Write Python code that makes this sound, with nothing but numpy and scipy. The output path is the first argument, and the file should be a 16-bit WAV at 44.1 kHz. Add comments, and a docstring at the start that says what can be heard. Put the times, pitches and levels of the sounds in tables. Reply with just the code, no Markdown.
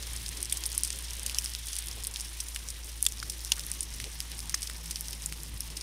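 """Sizzling and dense crackle from a large bonfire in the open, a few metres from a phone.
Sap boils, turbulent flames roar and puff, and an engine hums some way off beside a low drone.
Steam pockets burst in the wood: loud pops over countless small ones, each scattered by the pile.
Some pops, loud or faint, come with a short ring or hollow knock; steam hisses out of cracks."""
import sys
import numpy as np
from scipy import signal
from scipy.fft import rfft, irfft, next_fast_len
from scipy.io import wavfile

SR = 44100
rng = np.random.default_rng(int(sys.argv[2]) if len(sys.argv) > 2 else 0)


def transcribe(u):
    """Save the signal u as a 16-bit wav file named by the first command-line argument.

    u: samples, shape (n,) or (channels, n), limited to [-1, 1]; the rate is SR.
    q: integer samples, one column per channel.
    """
    v = np.clip(np.atleast_2d(u).T, -1, 1)
    q = np.round(v * 32767).astype(np.int16)
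    wavfile.write(sys.argv[1], SR, q)


N = 256662
T = np.arange(N) / SR


def undb(db):
    """Decibels to gain."""
    return 10 ** (np.asarray(db) / 20)


def unit(x):
    """Scale to rms 1."""
    return x / np.sqrt(np.mean(x ** 2, axis=-1, keepdims=True))


def curve(table, column):
    """One table column, interpolated linearly in time."""
    rows = np.array(table)
    return np.interp(T, rows[:, 0], rows[:, column])


def bell(peak_s, sigma_s):
    """Gaussian rise and fall, peak 1."""
    return np.exp(-((T - peak_s) / sigma_s) ** 2 / 2)


def colour(spectrum, hz):
    """Gain at hz of a (freq_hz, gain_db) table."""
    rows = np.array(spectrum)
    return undb(np.interp(np.log(hz + 1), np.log(rows[:, 0]), rows[:, 1]))


def hump(hz, centre_hz, width_oct):
    """Gain of a resonance, symmetric in octaves."""
    return (1 + (np.log2((hz + 1) / centre_hz) / width_oct) ** 2 / 2) ** -1.5


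def noise(gain_at):
    """Noise of rms 1 with the spectrum gain_at(hz)."""
    size = next_fast_len(N, real=True)
    white = rfft(rng.standard_normal(size))
    return unit(irfft(white * gain_at(np.fft.rfftfreq(size, 1 / SR)), size)[:N])


def band(centre_hz, width_oct):
    """Resonant noise of rms 1."""
    return noise(lambda hz: hump(hz, centre_hz, width_oct))


def walk(rate_hz):
    """Smooth random drift of rms 1."""
    return noise(lambda hz: np.exp(-(hz / rate_hz) ** 2))


def swells(rows, width_oct):
    """Noise bands that rise and die away."""
    return sum(band(centre_hz, width_oct) * undb(level_db) * bell(peak_s, sigma_s)
               for peak_s, level_db, centre_hz, sigma_s in rows)


def causal(gain):
    """Minimum-phase responses of the given gains: all ringing follows the blow."""
    cepstrum = irfft(np.log(gain))
    half = cepstrum.shape[-1] // 2
    cepstrum[:, 1:half] *= 2
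    cepstrum[:, half + 1:] = 0
    return np.exp(rfft(cepstrum))


# burn intensity, drives sap and crackle: time_s, fine_db, coarse_db
BURN_LEVELS = [(0.05, -43, -49.5), (0.43, -45.5, -50.5), (0.81, -42.5, -50), (2.37, -45, -52),
               (2.54, -46, -54), (2.92, -46.5, -53.5), (3.29, -46, -55.5), (3.7, -43.5, -51.5),
               (3.84, -47, -53), (5.02, -46, -54), (5.41, -48.5, -55), (5.75, -46.5, -53.5)]
# fine sizzle: freq_hz, gain_db
SIZZLE_SPECTRUM = [(2000, -9.5), (4000, -8), (5100, 2.8), (6000, 3.2), (6900, 0.3), (8200, -0.3),
                   (9600, 4.7), (10300, -1), (13000, -4.8), (15500, -10.5)]
# coarse sputter: freq_hz, gain_db
SPUTTER_SPECTRUM = [(500, -15.5), (1000, -6.5), (1350, -5.5), (1950, 2), (2400, 1), (3200, 3.5),
                    (4200, 2.5), (7000, -26.5)]
SIZZLE_DB, SIZZLE_DB_PER_BURN_DB = -50.4, 0.55


def sap(fine_db, coarse_db):
    """Sap boils in quick fits: a fine sizzle, and a lower sputter from thick logs."""
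    shared_fits = walk(80)
    fine_fits_db = 1.6 * shared_fits + 1.3 * walk(20)
    coarse_fits_db = 1.1 * shared_fits + 1.3 * walk(70)
    sizzle_db = SIZZLE_DB + SIZZLE_DB_PER_BURN_DB * (fine_db - fine_db.mean())
    sizzle = noise(lambda hz: colour(SIZZLE_SPECTRUM, hz)) * undb(sizzle_db + fine_fits_db)
    sputter = noise(lambda hz: colour(SPUTTER_SPECTRUM, hz)) * undb(coarse_db + 0.72 + coarse_fits_db)
    return sizzle + sputter


# cracking wood: freq_hz, gain_db
WOOD_SPECTRUM = [(600, -0.5), (1000, -4), (2200, 3), (3000, 3.5), (4100, 1.5), (5200, 6.5), (7200, -1.7),
                 (9400, 6.5), (11000, -.7), (15000, -3.7)]


def bursts(rows, snap_s, tail_s, scatter_s, size=1024):
    """Each burst: a snap of tearing fibres, then a tail scattered by logs and ground."""
    start_s, level_db, pitch_hz, width_oct, tail_db = np.array(rows, float).T[:, :, None]
    t, hz = np.arange(size) / SR, np.fft.rfftfreq(size, 1 / SR)
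    wood = causal(hump(hz, pitch_hz, width_oct) * colour(WOOD_SPECTRUM, hz))
    white = rng.standard_normal((len(rows), 2, size))
    snap = white[:, 0] * t * np.exp(-t / snap_s)
    build_up = 1 - np.exp(-(t / scatter_s) ** 2)
    tail = white[:, 1] * np.exp(-t / tail_s) * build_up
    snap, tail = (unit(irfft(rfft(part) * wood)) for part in (snap, tail))
    gain = undb(level_db) * np.sqrt(SR / 1000 / size)  # level_db: rms if packed into 1 ms
    sounds = unit(snap + undb(tail_db) * tail) * gain
    indices = np.maximum(start_s * SR, 0).astype(int) + np.arange(size)
    return np.bincount(indices.ravel(), sounds.ravel(), N)[:N]


def small_bursts(burn_db, count, offset_db, spread_db, centre_hz, range_oct, tail_db):
    """Steam bursts at random times: most are faint, all grow with the fire."""
    when, faintness, pitch, width, depth = rng.random((count, 5)).T
    start_s = when * T[-1]
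    level_db = np.interp(start_s, T, burn_db) + offset_db - spread_db * np.log(faintness + 0.1)
    pitch_hz = centre_hz * 2 ** (range_oct * (2 * pitch - 1))
    scatter_db = tail_db + 12 * depth  # deeper in the pile, more scatter
    rows = np.column_stack([start_s, level_db, pitch_hz, 0.3 + 0.7 * width, scatter_db])
    return bursts(rows, snap_s=0.00022, tail_s=0.003, scatter_s=0.0021)


def crackle(fine_db, coarse_db):
    """Twigs crackle high, logs lower; bark on the near face ticks dry and bright."""
    twigs = small_bursts(fine_db, count=1000, offset_db=0.1, spread_db=3.9,
                         centre_hz=8000, range_oct=0.85, tail_db=-2)
    logs = small_bursts(coarse_db, count=320, offset_db=4.5, spread_db=2.0,
                        centre_hz=2700, range_oct=1.0, tail_db=-7.5)
    bark = small_bursts(fine_db, count=110, offset_db=8.7, spread_db=0.6,
                        centre_hz=7400, range_oct=0.77, tail_db=-19.5)
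    return twigs + logs + bark


# flame rumble before its low-pass: freq_hz, gain_db
RUMBLE_SPECTRUM = [(20, -5.5), (38, 0), (80, 1), (130, -2.5), (200, -5), (330, -10), (450, -18.5),
                   (650, -22), (1000, -16), (2000, -21)]
# fluttering eddies: centre_hz, gain_db
EDDY_BANDS = [(290, -7), (460, -7.5), (950, -5)]
# flame surges and one dip: peak_s, change_db, sigma_s
FLAME_SURGES = [(0.252, 4.6, 0.43), (1.288, 4.5, 0.11), (1.79, -3, 0.033), (2.02, 4.5, 0.088),
                (3.22, 2, .13), (3.864, 3, 0.4), (5.503, 3.5, 0.68)]
ROAR_BASE_DB, RUMBLE_CUTOFF_HZ, FLUTTER_DB, FLUTTER_HZ = -61.5, 260, 2.8, 16


def roar():
    """Turbulent gas rumbles and flutters, each eddy size on its own."""
    rumble = noise(lambda hz: colour(RUMBLE_SPECTRUM, hz) / (1 + (hz / RUMBLE_CUTOFF_HZ) ** 2))
    rumble *= undb(3.7 + 2.2 * walk(5))
    eddies = sum(band(centre_hz, width_oct=0.43) * undb(gain_db + FLUTTER_DB * walk(FLUTTER_HZ))
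                 for centre_hz, gain_db in EDDY_BANDS)
    surge_db = sum(change_db * bell(peak_s, sigma_s) for peak_s, change_db, sigma_s in FLAME_SURGES)
    return (rumble + eddies) * undb(ROAR_BASE_DB + surge_db)


# harmonics of the firing rate: order, relative_db
ENGINE_HARMONICS = [(1, 2.5), (2, -18), (3, -29.5), (4, -31.5)]
LOADED_HZ, LOADED_DB, UNLOADED_EXTRA_HZ, UNLOADED_EXTRA_DB = 55.75, -43, 1.7, 1.3
LOAD_AT_S, LOAD_RAMP_S = 1.6, 0.12
HUNT_SWING_HZ, HUNT_PERIOD_S, HUNT_CREST_S = 0.62, 0.475, 1.96


def engine():
    """A far engine slows and softens as it takes up load; its governor hunts. Only low orders carry."""
    unloaded = (1 - np.tanh((T - LOAD_AT_S) / LOAD_RAMP_S)) / 2
    hunt = np.cos(2 * np.pi * (T - HUNT_CREST_S) / HUNT_PERIOD_S)
    firing_hz = LOADED_HZ + UNLOADED_EXTRA_HZ * unloaded + HUNT_SWING_HZ * hunt + 0.21 * walk(3.6)
    phase = 2 * np.pi * np.cumsum(firing_hz) / SR
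    hum = 0
    for order, relative_db in ENGINE_HARMONICS:
        waver = 0.065 + 0.33 * min(order - 1, 2)  # upper orders waver more in the air
        drift_rad = waver * walk(4.8) + 0.06 * walk(22) + 2 * np.pi * rng.random()
        gain = undb(relative_db) * (1 + waver * walk(10))
        hum += gain * np.sin(order * phase + drift_rad)
    return unit(hum) * undb(LOADED_DB + UNLOADED_EXTRA_DB * unloaded)


# lower drone band: time_s, level_db
DRONE_LEVELS = [(0, -67), (3, -69.5), (4.2, -62), (5.1, -56), (5.82, -58.5)]


def drone():
    """A low drone swells late; a fainter band wavers above it."""
    lower = band(centre_hz=159.2, width_oct=0.087) * undb(curve(DRONE_LEVELS, column=1))
    upper = band(centre_hz=336, width_oct=0.05) * undb(-71.5 + 3.8 * walk(3))
    return lower + upper


# large steam pockets: start_s, level_db, pitch_hz, tail_db
STEAM_POPS = [(0.1334, -29, 9100, -2), (.1628, -27, 8000, 0), (0.2624, -27, 5160, -9),
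              (.2825, -29.5, 7500, -12), (0.2902, -26.5, 8500, -24), (.37, -29, 7000, 7),
              (0.405, -31, 7800, -12), (.4285, -19.5, 8360, -12), (.4483, -30, 7500, -14),
              (.4556, -27.5, 7700, -19), (.4974, -27, 6550, -2), (0.525, -18, 9150, 1),
              (0.5698, -22.5, 7800, 11), (.6375, -24.5, 6660, -10), (0.656, -24.5, 6000, -3),
              (.662, -18.5, 10800, -5), (.718, -28, 6800, -4), (.7287, -29, 8000, -12),
              (.747, -26, 8600, 10), (0.7787, -14.5, 9900, -16), (0.8347, -15.5, 8360, -13),
              (0.847, -25, 7000, -3), (0.8493, -25, 8600, -15), (.8748, -28, 7500, -6),
              (0.904, -22.5, 5600, -20), (.928, -28.5, 7500, -10), (0.9883, -28.5, 8300, -14),
              (1.1071, -29, 7500, -12), (1.1337, -28.5, 8300, -2), (1.1955, -28, 8600, -9),
              (1.2318, -27, 9200, -7), (1.263, -19, 6460, -3), (1.2965, -24.5, 5000, -9),
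              (1.3464, -23.5, 5400, -9), (1.3857, -16, 8000, -8), (1.4431, -24, 8400, -4),
              (1.4503, -27, 8300, -10), (1.4594, -23.5, 5500, -17), (1.5363, -30, 6500, -12),
              (1.55, -24, 5300, -22), (1.6691, -28, 8150, 0), (1.6845, -28, 7800, -3),
              (1.731, -25, 6100, -1), (1.7545, -28, 8400, -8), (1.7655, -24, 6530, -9),
              (1.7858, -22, 8200, 3), (1.8712, -29, 8500, -16), (1.8842, -27, 6800, -5),
              (1.9131, -29.5, 7000, -12), (2.0367, -29, 7500, -14), (2.0417, -27, 9000, -8),
              (2.0492, -28, 5800, -10), (2.0698, -21, 8800, -9), (2.1392, -29.5, 7700, -2),
              (2.1602, -24.5, 4800, -22), (2.1992, -29, 5900, -14), (2.208, -25.5, 7170, -8),
              (2.2143, -29, 8300, -15), (2.4025, -20.5, 7400, 4), (2.485, -28, 9200, -2),
              (2.5473, -29.5, 9000, -12), (2.561, -24, 3700, -16), (2.6869, -26, 6160, -6),
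              (2.7034, -26.5, 7940, -3), (3.0267, -13, 11200, -18), (3.052, -23, 7500, -4),
              (3.0645, -14.5, 8600, -11), (3.122, -28, 6400, -15), (3.2009, -29, 7500, -16),
              (3.228, -27.5, 5400, 1), (3.297, -21.5, 7240, 18), (3.4483, -26, 7600, -25),
              (3.5193, -15.5, 5340, -14), (3.5211, -18, 5500, -10), (3.595, -26, 6450, -18),
              (3.6656, -27.5, 10500, -20), (3.716, -20.5, 7640, -14), (3.807, -23, 7800, -12),
              (3.829, -24.5, 8360, 5), (3.938, -31, 7460, 5), (4.0009, -26.5, 3570, -5),
              (4.0418, -27.5, 4200, -8), (4.2039, -22, 6700, -21), (4.3172, -30.5, 5260, -15),
              (4.3915, -28, 5600, -14), (4.4037, -30, 8000, -14), (4.4957, -24, 8100, -8),
              (4.544, -18.5, 7000, 5), (4.6204, -27, 6000, -17), (4.6295, -22.5, 6640, 0),
              (4.6723, -27, 5500, 5), (4.698, -31, 3600, -8), (4.8583, -30.5, 6500, -2),
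              (4.9097, -24, 5200, -24), (4.9127, -25.5, 7100, -3), (4.9584, -23.5, 5200, -10),
              (5.0088, -24, 9500, -12), (5.0833, -27.5, 7100, -5), (5.1085, -31, 8000, -10),
              (5.13, -26.5, 5600, -1), (5.2212, -31, 6700, -8), (5.26, -25, 10500, -14),
              (5.3244, -27.5, 4060, -15), (5.4336, -29.5, 8850, -11), (5.606, -23, 10800, -16),
              (5.768, -24.5, 6000, 8), (5.8104, -28, 5300, -1)]
ONE_OCTAVE_WIDE_AT_HZ = 5000  # near-equal width in Hz, so high pops sound more pitched
FIBRE_DB, SPLINTER_DB, SPLINTER_MEAN_DELAY_S = -25, -18, 0.016


def pops():
    """Large steam pockets split the wood: fibres give way just before, splinters tick after."""
    pockets = [(start_s, level_db, pitch_hz, ONE_OCTAVE_WIDE_AT_HZ / pitch_hz, tail_db)
               for start_s, level_db, pitch_hz, tail_db in STEAM_POPS]
    leads_s = 0.0018 + 0.0064 * rng.random(len(pockets))
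    fibres, splinters = [], []
    for (start_s, level_db, pitch_hz, width_oct, _), lead_s in zip(pockets, leads_s):
        fibres.append((start_s - lead_s, level_db + FIBRE_DB, pitch_hz, width_oct, 0))
        for delay_s in rng.exponential(SPLINTER_MEAN_DELAY_S, size=3):
            splinters.append((start_s + delay_s, level_db + SPLINTER_DB, pitch_hz, width_oct, -6))
    return bursts(pockets + fibres + splinters, snap_s=0.00026, tail_s=0.0039, scatter_s=0.0015)


# short flame puffs and one slow low swell: peak_s, level_db, centre_hz, sigma_s
PUFFS_AND_SWELL = [(.39, -58.5, 370, 0.039), (1.98, -52, 480, 0.0069), (3.27, -57, 379, 0.022),
                   (3.582, -46, 1800, 0.0097), (1.27, -61, 480, .04), (4.066, -50, 427, 0.011),
                   (5.35, -61.5, 210, .4), (5.555, -44.5, 85.4, 0.02)]


def puffs_and_swell():
    """Short puffs of flame, and one slow low swell near 210 Hz with the drone."""
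    return swells(PUFFS_AND_SWELL, width_oct=0.43)


# log resonances: start_s, level_db, pitch_hz, width_oct
LOG_MODES = [(0.524, -26, 3430, .095), (.5237, -30, 2320, 0.37), (0.5243, -16.5, 8340, 0.053),
             (0.835, -31, 5800, 0.046), (1.385, -20.5, 5640, 0.11), (1.3853, -28, 2800, .16),
             (2.5612, -36, 1970, 0.12), (2.561, -31, 2920, 0.092), (3.0638, -17, 3470, 0.065),
             (3.0638, -26, 2800, 0.087), (3.0646, -19, 5200, 0.34), (3.0646, -15.5, 7400, 0.076),
             (3.0646, -30, 1490, 1), (3.0646, -34, 570, 0.92), (3.2275, -29, 1450, 0.3),
             (3.5186, -17, 2830, 0.077), (3.5185, -20, 3430, 0.07), (3.5204, -20.5, 4400, 0.09),
             (3.5203, -19, 6540, 0.065), (3.52, -35, 970, 0.23), (3.807, -22.5, 9250, .035),
             (4.5434, -19, 5100, 0.099), (4.5424, -21, 6350, 0.069), (4.542, -27.5, 1910, 0.25),
             (4.542, -31, 1200, 0.32), (4.699, -35, 1700, 0.92), (5.26, -23, 7400, .15),
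             (5.606, -28, 5600, .14)]


def log_rings(tail_db=-6):
    """Some pops, loud or faint, come with a short ring or hollow knock from their log."""
    rows = [(*mode, tail_db) for mode in LOG_MODES]
    return bursts(rows, snap_s=0.00012, tail_s=0.0022, scatter_s=0.0008)


# escaping steam: peak_s, level_db, centre_hz, sigma_s
STEAM_JETS = [(0.85, -56, 3300, 0.5), (1.74, -47.5, 9500, 0.051), (1.8, -54, 3380, 0.22),
              (3.8, -54.5, 5800, 0.38), (4.85, -57.5, 5500, 0.36)]


def steam_jets():
    """Steam escapes from cracks in the wood with a narrow hiss."""
    return swells(STEAM_JETS, width_oct=0.14)


def scene():
    """The fire and the far engine in open air, mono."""
    fine_db, coarse_db = curve(BURN_LEVELS, column=1), curve(BURN_LEVELS, column=2)
    wood = sap(fine_db, coarse_db) + crackle(fine_db, coarse_db) + steam_jets() + pops() + log_rings()
    return (wood + roar() + puffs_and_swell() + engine() + drone())[None]


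CUTOFF_HZ = 15500


def record(dry):
    """The phone cuts the top with a steep low-pass."""
    return signal.sosfilt(signal.ellip(8, 0.2, 70, CUTOFF_HZ, fs=SR, output="sos"), dry)


dry = scene()
out = record(dry)
transcribe(out)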